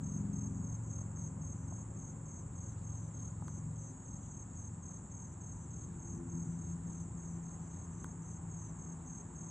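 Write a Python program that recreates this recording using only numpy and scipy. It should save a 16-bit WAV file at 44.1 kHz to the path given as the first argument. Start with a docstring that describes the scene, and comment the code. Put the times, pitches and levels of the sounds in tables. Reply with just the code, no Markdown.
"""A sunny garden. One cricket chirps close by and two answer from farther off; each chirp is a few
evenly spaced strokes of a scraper over a file, which set the wing ringing. Behind them a chorus of
meadow insects merges into a steady high sizzle. Two far engines, likely mowers, drone in harmonics
of their firing over a faint hum and the rumble and tyre wash of distant traffic. Puffs of air stir
the leaves, and a few dry stalks crack and ring with a tick."""
import sys
import numpy as np
from scipy import signal
from scipy.fft import rfft, irfft, next_fast_len
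from scipy.io import wavfile
from scipy.ndimage import uniform_filter1d

SR = 44100
rng = np.random.default_rng(int(sys.argv[2]) if len(sys.argv) > 2 else 0)


def store_pcm(level_fs):
    """Save levels as 16-bit WAV."""
    pcm = np.round(np.clip(level_fs, -1, 1) * 32767).astype(np.int16)
    wavfile.write(sys.argv[1], SR, np.atleast_2d(pcm).T)


N = 418950
TIME = np.arange(N) / SR

# The stereo sound field. Each row: frequency in Hz, left-right coherence, left minus right in dB.
STEREO_FIELD = [(62, .9995, 0.5), (115, .998, 0.5), (177, 1, 2), (290, 0.97, 3.5), (496, 0.77, 2),
                (800, .62, 0), (1240, 0.63, -2.5), (1680, 1, -1), (4000, 0.98, 1), (8700, 0.99, 0)]


def from_db(db):
    """Amplitude ratio: a factor of ten for every 20 dB."""
    return 10 ** (np.asarray(db) / 20)


def unit_rms(x):
    """Normalisation to unit mean power."""
    return x / np.sqrt(np.mean(x ** 2) + 1e-20)


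def in_time(rows):
    """Linear interpolation of each column over time."""
    times, *columns = np.transpose(rows)
    return [np.interp(TIME, times, column) for column in columns]


def at_hz(rows, hz):
    """Interpolation of each column on a logarithmic frequency axis."""
    frequencies, *columns = np.transpose(rows)
    return [np.interp(np.log(hz), np.log(frequencies), column) for column in columns]


def drift(rate_hz):
    """Slow random fluctuation: low-passed noise of unit rms."""
    step, run_in = 40, 2000
    pole = np.exp(-2 * np.pi * rate_hz * step / SR)
    white = rng.standard_normal(N // step + run_in + 2)
    slow = signal.lfilter([1], [1, -2 * pole, pole * pole], white)[run_in:]
    return np.interp(np.arange(N) / step, np.arange(len(slow)), unit_rms(slow))


def band(x, low_hz, high_hz, order=2):
    """Maximally flat band-pass filtering."""
    sections = signal.butter(order, [low_hz, min(high_hz, .45 * SR)], "band", fs=SR, output="sos")
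    return signal.sosfilt(sections, x)


def pan(db):
    """Direction by level difference: gains that put left db above right."""
    return from_db(np.array([[db], [-db]]) / 2)


def banded_noise(spectrum, edges_hz, flicker_db):
    """Partly coherent stereo noise of unit rms; each band has its own level, flicker and width."""
    out, white = 0, rng.standard_normal((2, 2, N))
    for k, (low, high) in enumerate(zip(edges_hz, edges_hz[1:])):
        mid, side = band(white[k % 2], low, high, order=3)
        centre_hz = np.sqrt(low * high)
        coherence, lean_db = at_hz(STEREO_FIELD, centre_hz)
        gain = from_db(at_hz(spectrum, centre_hz)[0] + flicker_db * drift(21))
        pair = np.sqrt(1 + coherence) * mid + np.sqrt(1 - coherence) * side * [[1], [-1]]
        out = out + gain * pan(lean_db) * pair
    return unit_rms(out)


def traffic():
    """Broadband noise: distant vehicles add up to a low rumble and a soft wash of tyres."""
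    # Spectra of rumble and wash. Each row: frequency in Hz, relative spectral density in dB.
    rumble_spectrum = [(20, -31.5), (32, -23), (45, -6), (70, 1), (120, 0), (170, 0.5), (225, -8),
                       (300, -10.5), (400, -20), (600, -36.5), (1000, -47.5)]
    wash_spectrum = [(300, 0.5), (450, -1.5), (550, -4), (660, -3.5), (900, 2.5), (1100, -2.5),
                     (1500, -8.5), (2000, -16), (2800, -24), (4000, -32.5), (5200, -41.5), (7000, -38)]
    # Each row: time in seconds, rumble level in dB, wash level in dB.
    levels = [(0, -50, -61.5), (2, -49, -62), (4.3, -52, -63), (6.3, -49, -62), (7.5, -50.5, -61),
              (9.5, -50.5, -60.5)]
    rumble_db, wash_db = in_time(levels)
    rumble = banded_noise(rumble_spectrum, np.geomspace(18, 1100, 16), flicker_db=1.0)
    wash = banded_noise(wash_spectrum, np.geomspace(280, 7000, 18), flicker_db=.6)
    return from_db(rumble_db) * rumble + from_db(wash_db) * wash


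def hum():
    """Narrow-band noise is heard as a wavering pitch: a far hum that holds its level, then fades."""
    hold_s, fade_db_per_s = 2.85, 2.5
    level_db = -69.5 - fade_db_per_s * np.maximum(TIME - hold_s, 0)
    return from_db(level_db) * unit_rms(band(rng.standard_normal(N), 526.5, 554, order=1)) * pan(2.4)


def drone(cycle_hz, orders, levels, registers_hz, fading_db, flutter_db, throb_db, wobble_rad):
    """A modulated harmonic series: uneven firing makes all orders throb, moving air makes each waver."""
    out, cycles, register_db = 0, np.cumsum(cycle_hz) / SR, np.array(in_time(levels))
    for multiple, db in orders:
        hz = multiple * np.mean(cycle_hz)
        # An order follows the levels of the registers nearest to it.
        shares = np.array([np.interp(hz, registers_hz, own) for own in np.eye(len(registers_hz))])
        gain = from_db(db + shares @ register_db + fading_db * drift(1.18) + flutter_db * drift(9.4))
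        phase = 2 * np.pi * (multiple * cycles + rng.random())
        phase += wobble_rad * np.sqrt(hz / registers_hz[0]) * drift(1.44)
        out = out + pan(at_hz(STEREO_FIELD, hz)[1]) * gain * np.sqrt(2) * np.sin(phase)
    return out * from_db(throb_db * drift(11))


def engines():
    """Periodic firing gives harmonics: a mower recedes, a smoother engine comes up halfway through."""
    # Harmonics of each engine. Each row: multiple of the fundamental, relative level in dB.
    mower_orders = [(2, -18.5), (3, -12), (4, -3), (5, 0), (6, -14), (7, 0), (8, 0), (9, -.5), (10, -14),
                    (11, -8.5), (12, -4.5), (13, -19), (15, -21), (18, -21.5)]
    engine_orders = [(1, -12), (2, 0), (3, -0.5), (4, -1), (5, -12.5)]
    # Each row: time in seconds, then gain in dB of the bass, middle and upper registers.
    mower_levels = [(0, -45.5, -47, -48), (.6, -46, -50.5, -49), (.76, -46.5, -52.5, -59),
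                    (1.45, -47.5, -52, -55.5), (1.8, -51, -55, -57), (2.4, -54, -54.5, -62),
                    (2.85, -49.5, -53, -63), (3.15, -49.5, -55.5, -58), (3.65, -49.5, -45.5, -59),
                    (3.95, -53.5, -57, -59), (4.8, -53.5, -56.5, -63.5), (5.6, -52.5, -57.5, -64),
                    (6.5, -53.5, -55, -60), (7.301, -58.5, -64, -66), (8.3, -55, -60.5, -63.5),
                    (9.5, -62.5, -65, -65)]
    engine_levels = [(0, -77, -86, -86), (4.5, -64, -78.5, -84.5), (5.4, -56, -70, -77),
                     (5.9, -53, -63.5, -64.5), (6.17, -49.5, -56, -55), (6.5, -44.5, -58.5, -63.5),
                     (7.05, -49, -65.5, -66), (7.35, -45, -61.5, -64), (7.7, -51.5, -69.5, -67),
                     (8.1, -50, -68, -61), (8.6, -50.5, -66.5, -69.5), (9.1, -54, -64, -69.5),
                     (9.5, -49, -65.5, -69)]
    settle_s, sag_hz_per_s = 3.0, .67
    cycle_hz = 21.8 + .6 * np.exp(-TIME / settle_s)   # under load the mower slows to a steady speed
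    firing_hz = 88.7 - sag_hz_per_s * TIME
    mower = drone(cycle_hz, mower_orders, mower_levels, registers_hz=(109, 152, 188),
                  fading_db=1.5, flutter_db=1.07, throb_db=1.04, wobble_rad=.44)
    engine = drone(firing_hz, engine_orders, engine_levels, registers_hz=(174, 253, 340),
                   fading_db=.84, flutter_db=1.85, throb_db=.9, wobble_rad=.32)
    return mower + engine


def leaves():
    """Incoherent sources add in power: each puff of air gives a bell-shaped swish with tiny crinkles."""
    # The swish. Each row: frequency in Hz, relative spectral density in dB.
    spectrum = [(1800, -3), (2900, 6), (4000, 5.5), (5000, -3.5), (6500, 1.5), (10000, -20), (12500, -22)]
    # Puffs of air. Each row: middle in seconds, half length in seconds, peak level in dB.
    puffs = [(0.103, 0.26, -86.5), (2.798, .2, -83.5), (3.21, 0.071, -79), (4.215, 1, -86),
             (5.84, .15, -82.5), (6.847, 0.29, -84), (7.703, .25, -82.5), (9.1, 0.54, -86.5)]
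    rest_db, crinkle_db, catches_per_s = -90.5, -11, 120
    power = from_db(rest_db) ** 2 + sum(from_db(db) ** 2 * np.exp(-((TIME - middle) / half) ** 2)
                                        for middle, half, db in puffs)
    stir = np.sqrt(power / power.mean())   # leaf edges catch more often in a puff
    catches = (rng.random(N) < catches_per_s * stir / SR) * rng.standard_normal(N)
    crinkles = from_db(crinkle_db) * unit_rms(band(catches, 2200, 7500))
    swish = banded_noise(spectrum, np.geomspace(1800, 12500, 10), flicker_db=3.0)
    return np.sqrt(power) * (swish + crinkles)


def stalk_ticks():
    """Damped modes: a stalk gives way with a crack and rings; thick stalks ring lower and longer."""
    # Each row: start in seconds, gain in dB, pitch factor, contact time in seconds,
    # relative level of the crack in dB, upper edge of the crack in Hz.
    ticks = [(0.987, -47.5, 0.84, 0.00034, -25, 8900), (1.012, -48, 0.59, 0.00066, -38, 8000),
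             (1.172, -52, 1.1, .0003, -10, 9000), (1.722, -41.5, 0.65, 0.00068, -42, 8050),
             (3.4218, -40.5, 0.79, 0.00071, -38, 8000), (3.481, -42.5, .98, 0.00012, -4, 8900),
             (7.234, -58, 1.4, .00012, -13, 8900), (8.0432, -38.5, 0.97, 0.00019, -4, 9200)]
    # Modes at pitch factor 1. Each row: frequency in Hz, relative level in dB, 60 dB decay in seconds.
    modes = [(370, -6, 0.029), (1023, -0.5, 0.015), (1295, 1, 0.0093), (1560, -2.5, 0.015),
             (2110, -12, 0.007), (3330, -14.5, 0.0075), (4720, -12, 0.0056)]
    out, t = np.zeros(N), TIME[:SR // 20]
    for start, db, pitch, contact_s, crack_db, top_hz in ticks:
        # Alternating signs make the ring swell over a cycle or two.
        ring = sum((-1) ** k * from_db(mode_db - 60 * t * pitch / t60)
                   * np.sin(2 * np.pi * hz * pitch * t) for k, (hz, mode_db, t60) in enumerate(modes))
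        push = np.sin(np.pi * np.minimum(t / contact_s, 1)) ** 2   # a longer contact dulls the ring
        ring = band(signal.fftconvolve(ring, push / push.sum())[:len(t)], 280, 7000)
        crack = band(rng.standard_normal(len(t)) * from_db(-60 * t / .0068), 6200, top_hz)
        at = int(start * SR)
        out[at:at + len(t)] += from_db(db) * (ring + from_db(crack_db) * crack / np.abs(crack).max())
    return out


def insect_chorus():
    """Incoherent summation: countless small meadow insects merge into a narrow band of sizzle."""
    # Each row: frequency in Hz, relative spectral density in dB.
    spectrum = [(5400, -28.5), (5900, -24.5), (6300, -12), (6700, -6.5), (6950, -2), (7250, 1),
                (7500, -0.5), (7850, 0), (8100, -4.5), (8400, -15), (8900, -21), (9400, -42.5),
                (11000, -51.5), (15000, -59.5)]
    # Each row: time in seconds, level in dB.
    levels = [(0, -61), (.8, -61), (9.5, -60)]
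    level_db, = in_time(levels)
    edges_hz = np.r_[np.geomspace(5300, 9600, 17), 11000, 13000, 15700]
    return from_db(level_db) * banded_noise(spectrum, edges_hz, flicker_db=.8)


def foliage_echoes(x, wet_db, t60):
    """Scattering: leaves and ground add many faint, quickly dying echoes to the direct sound."""
    t = TIME[:SR // 4]
    echoes = rng.standard_normal((3, len(t))) * from_db(-60 * t / t60) * (t > .008)
    echoes = echoes[0] + .13 * echoes[1:]   # nearly alike in left and right
    echoes /= np.sqrt(np.sum(echoes ** 2, axis=1, keepdims=True))
    return x + from_db(wet_db) * signal.fftconvolve(x[None], echoes, axes=1)[:, :N]


def chirp(t, count, stroke, period_s, pitch_hz, first_db, rough_hz, rise_hz=0):
    """Stridulation: each stroke rings the wing as a near sine whose pitch sags as the scraper slows."""
    out, (times, amplitudes, offsets_hz) = np.zeros(len(t)), np.transpose(stroke)
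    edge_s, growth = .002, .035   # the wing's start and stop; each stroke lasts a little longer
    envelope_times = np.r_[times[0] - edge_s, times, times[-1] + edge_s]
    for k in range(count):
        stroke_t = (t - k * period_s + rng.normal(0, .00031)) / (1 + growth * k)
        envelope = np.interp(stroke_t, envelope_times, np.r_[0, amplitudes, 0])
        teeth = unit_rms(uniform_filter1d(rng.standard_normal(len(t)), size=50))
        hz = pitch_hz + rise_hz * k + np.interp(stroke_t, times, offsets_hz) + rng.normal(0, 8)
        hz += rough_hz * teeth   # the file catches unevenly
        gain = from_db(first_db * (k == 0) + rng.normal(0, .45))
        out += gain * envelope * np.sin(2 * np.pi * (np.cumsum(hz) / SR + rng.random()))
    return out


def cricket(chirps, stroke, **voice):
    """Pulse trains: each chirp is a few evenly spaced wing strokes, the first one softer."""
    out = np.zeros(N)
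    for start, count, db in chirps:
        span = slice(max(0, int((start - .02) * SR)), int((start + .2) * SR))
        out[span] += from_db(db) * chirp(TIME[span] - start, count, stroke, **voice)
    return out


def crickets():
    """Direct-to-reverberant ratio: of three crickets, each on its own pitch, the farther blur more."""
    # One closing stroke of the wings. Each row: time from its middle in seconds, relative amplitude,
    # pitch offset in Hz.
    clean_stroke = [(-.0085, .55, -10.5), (-.004, 0.77, 13), (.001, 1.0, -2.5), (.0042, 0.85, -34.5),
                    (.0056, .16, -150), (.0085, 0.046, -400)]
    slurred_stroke = [(-.008, .7, 25), (-.003, 1.0, 8), (.003, .95, -15), (.0065, 0.54, -110),
                      (.01, .4, -330)]
    # Chirps of the near, the lower-pitched and the higher-pitched cricket.
    # Each row: time of the first stroke in seconds, number of strokes, relative level in dB.
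    near_chirps = [(0.044, 6, -48.5), (0.34, 6, -48.0), (0.648, 5, -49.0), (0.911, 5, -48.0),
                   (1.168, 5, -48.5), (1.423, 5, -49.5), (1.685, 6, -52.0), (1.973, 6, -52.5),
                   (2.264, 6, -53), (2.562, 6, -52.5), (2.85, 6, -51.5), (3.15, 6, -49.0),
                   (3.446, 6, -55.5), (3.766, 6, -53.5), (4.062, 5, -51), (4.322, 5, -50.5),
                   (4.573, 5, -50.5), (4.838, 6, -50.5), (5.123, 6, -50.5), (5.419, 5, -51.0),
                   (5.715, 6, -51), (6.003, 6, -51.5), (6.3, 6, -51.0), (6.595, 6, -52.5),
                   (6.879, 6, -53.5), (7.18, 5, -55), (7.438, 5, -54.0), (7.717, 6, -54.5),
                   (8.011, 5, -54.5), (8.263, 5, -54), (8.52, 6, -52.5), (8.796, 6, -52), (9.08, 6, -50),
                   (9.364, 6, -50)]
    low_chirps = [(0.104, 5, -64.0), (0.474, 5, -66), (0.841, 5, -65.0), (1.176, 5, -63), (1.537, 5, -64),
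                  (2.008, 5, -64), (2.306, 5, -63), (2.623, 5, -62), (2.972, 5, -61.5), (3.48, 5, -59),
                  (3.801, 5, -59), (4.214, 5, -62.5), (4.555, 5, -66), (4.899, 5, -68.0), (5.219, 5, -65),
                  (5.539, 5, -62.5), (6.071, 5, -61), (6.453, 5, -63), (6.925, 5, -61), (7.26, 5, -62.5),
                  (7.622, 5, -64), (7.927, 5, -63), (8.228, 5, -61.5), (8.589, 5, -58), (9.062, 5, -64)]
    high_chirps = [(.14, 4, -59), (.553, 4, -57), (.85, 4, -58), (1.18, 4, -59), (1.46, 4, -60),
                   (1.75, 4, -60), (2.02, 4, -58), (2.3, 4, -61), (2.59, 4, -59), (2.93, 4, -61),
                   (3.23, 4, -58), (3.56, 4, -61), (3.95, 4, -59), (4.235, 4, -58), (4.51, 4, -60),
                   (4.83, 4, -63), (5.13, 4, -64), (5.5, 4, -62), (5.76, 4, -66), (6.07, 4, -57),
                   (6.38, 4, -58), (6.66, 4, -64), (7.2, 4, -59), (7.52, 4, -63), (7.8, 4, -63),
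                   (8.15, 4, -70), (8.5, 4, -59), (8.76, 4, -65), (9.04, 4, -62)]
    near = cricket(near_chirps, clean_stroke, period_s=.0262, pitch_hz=6457, first_db=-2, rough_hz=30)
    low = cricket(low_chirps, slurred_stroke, period_s=.0262, pitch_hz=6270, first_db=-.5, rough_hz=30)
    high = cricket(high_chirps, clean_stroke, period_s=.026, pitch_hz=6700, first_db=-1.5, rough_hz=25,
                   rise_hz=16)
    return (from_db(1.5) * foliage_echoes(near, wet_db=-14.5, t60=.23)
            + from_db(.8) * foliage_echoes(low, wet_db=-10, t60=.12)
            + from_db(1.0) * foliage_echoes(high, wet_db=-5, t60=.11))


def scene():
    """Superposition: insects in front, engines and traffic far behind."""
    return crickets() + insect_chorus() + leaves() + stalk_ticks() + engines() + hum() + traffic()


def record(dry):
    """Phase difference: two microphone ports hear out of step; faint hiss and a steep low-pass follow."""
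    # Each row: frequency in Hz, phase by which left leads right in radians.
    port_phase = [(100, 0), (260, -0.14), (520, -1.1), (860, -0.56), (1460, 0.72), (2500, 0.3), (6500, 0),
                  (7400, -0.043), (7800, -0.88), (8500, -0.78), (9500, -0.43)]
    cutoff_hz, size = 15700, next_fast_len(N + SR // 10)
    bin_hz = np.arange(size // 2 + 1) * SR / size
    lead, = at_hz(port_phase, np.maximum(bin_hz, 1))
    heard = irfft(rfft(dry, size) * np.exp(.5j * lead * [[1], [-1]]), size)[:, :N]
    hiss = from_db(-82.5) * unit_rms(band(rng.standard_normal(N), 12500, 17000)) * [[1], [-1]]
    return signal.sosfilt(signal.ellip(10, .1, 80, cutoff_hz, fs=SR, output="sos"), heard + hiss)


dry = scene()
out = record(dry)
store_pcm(out)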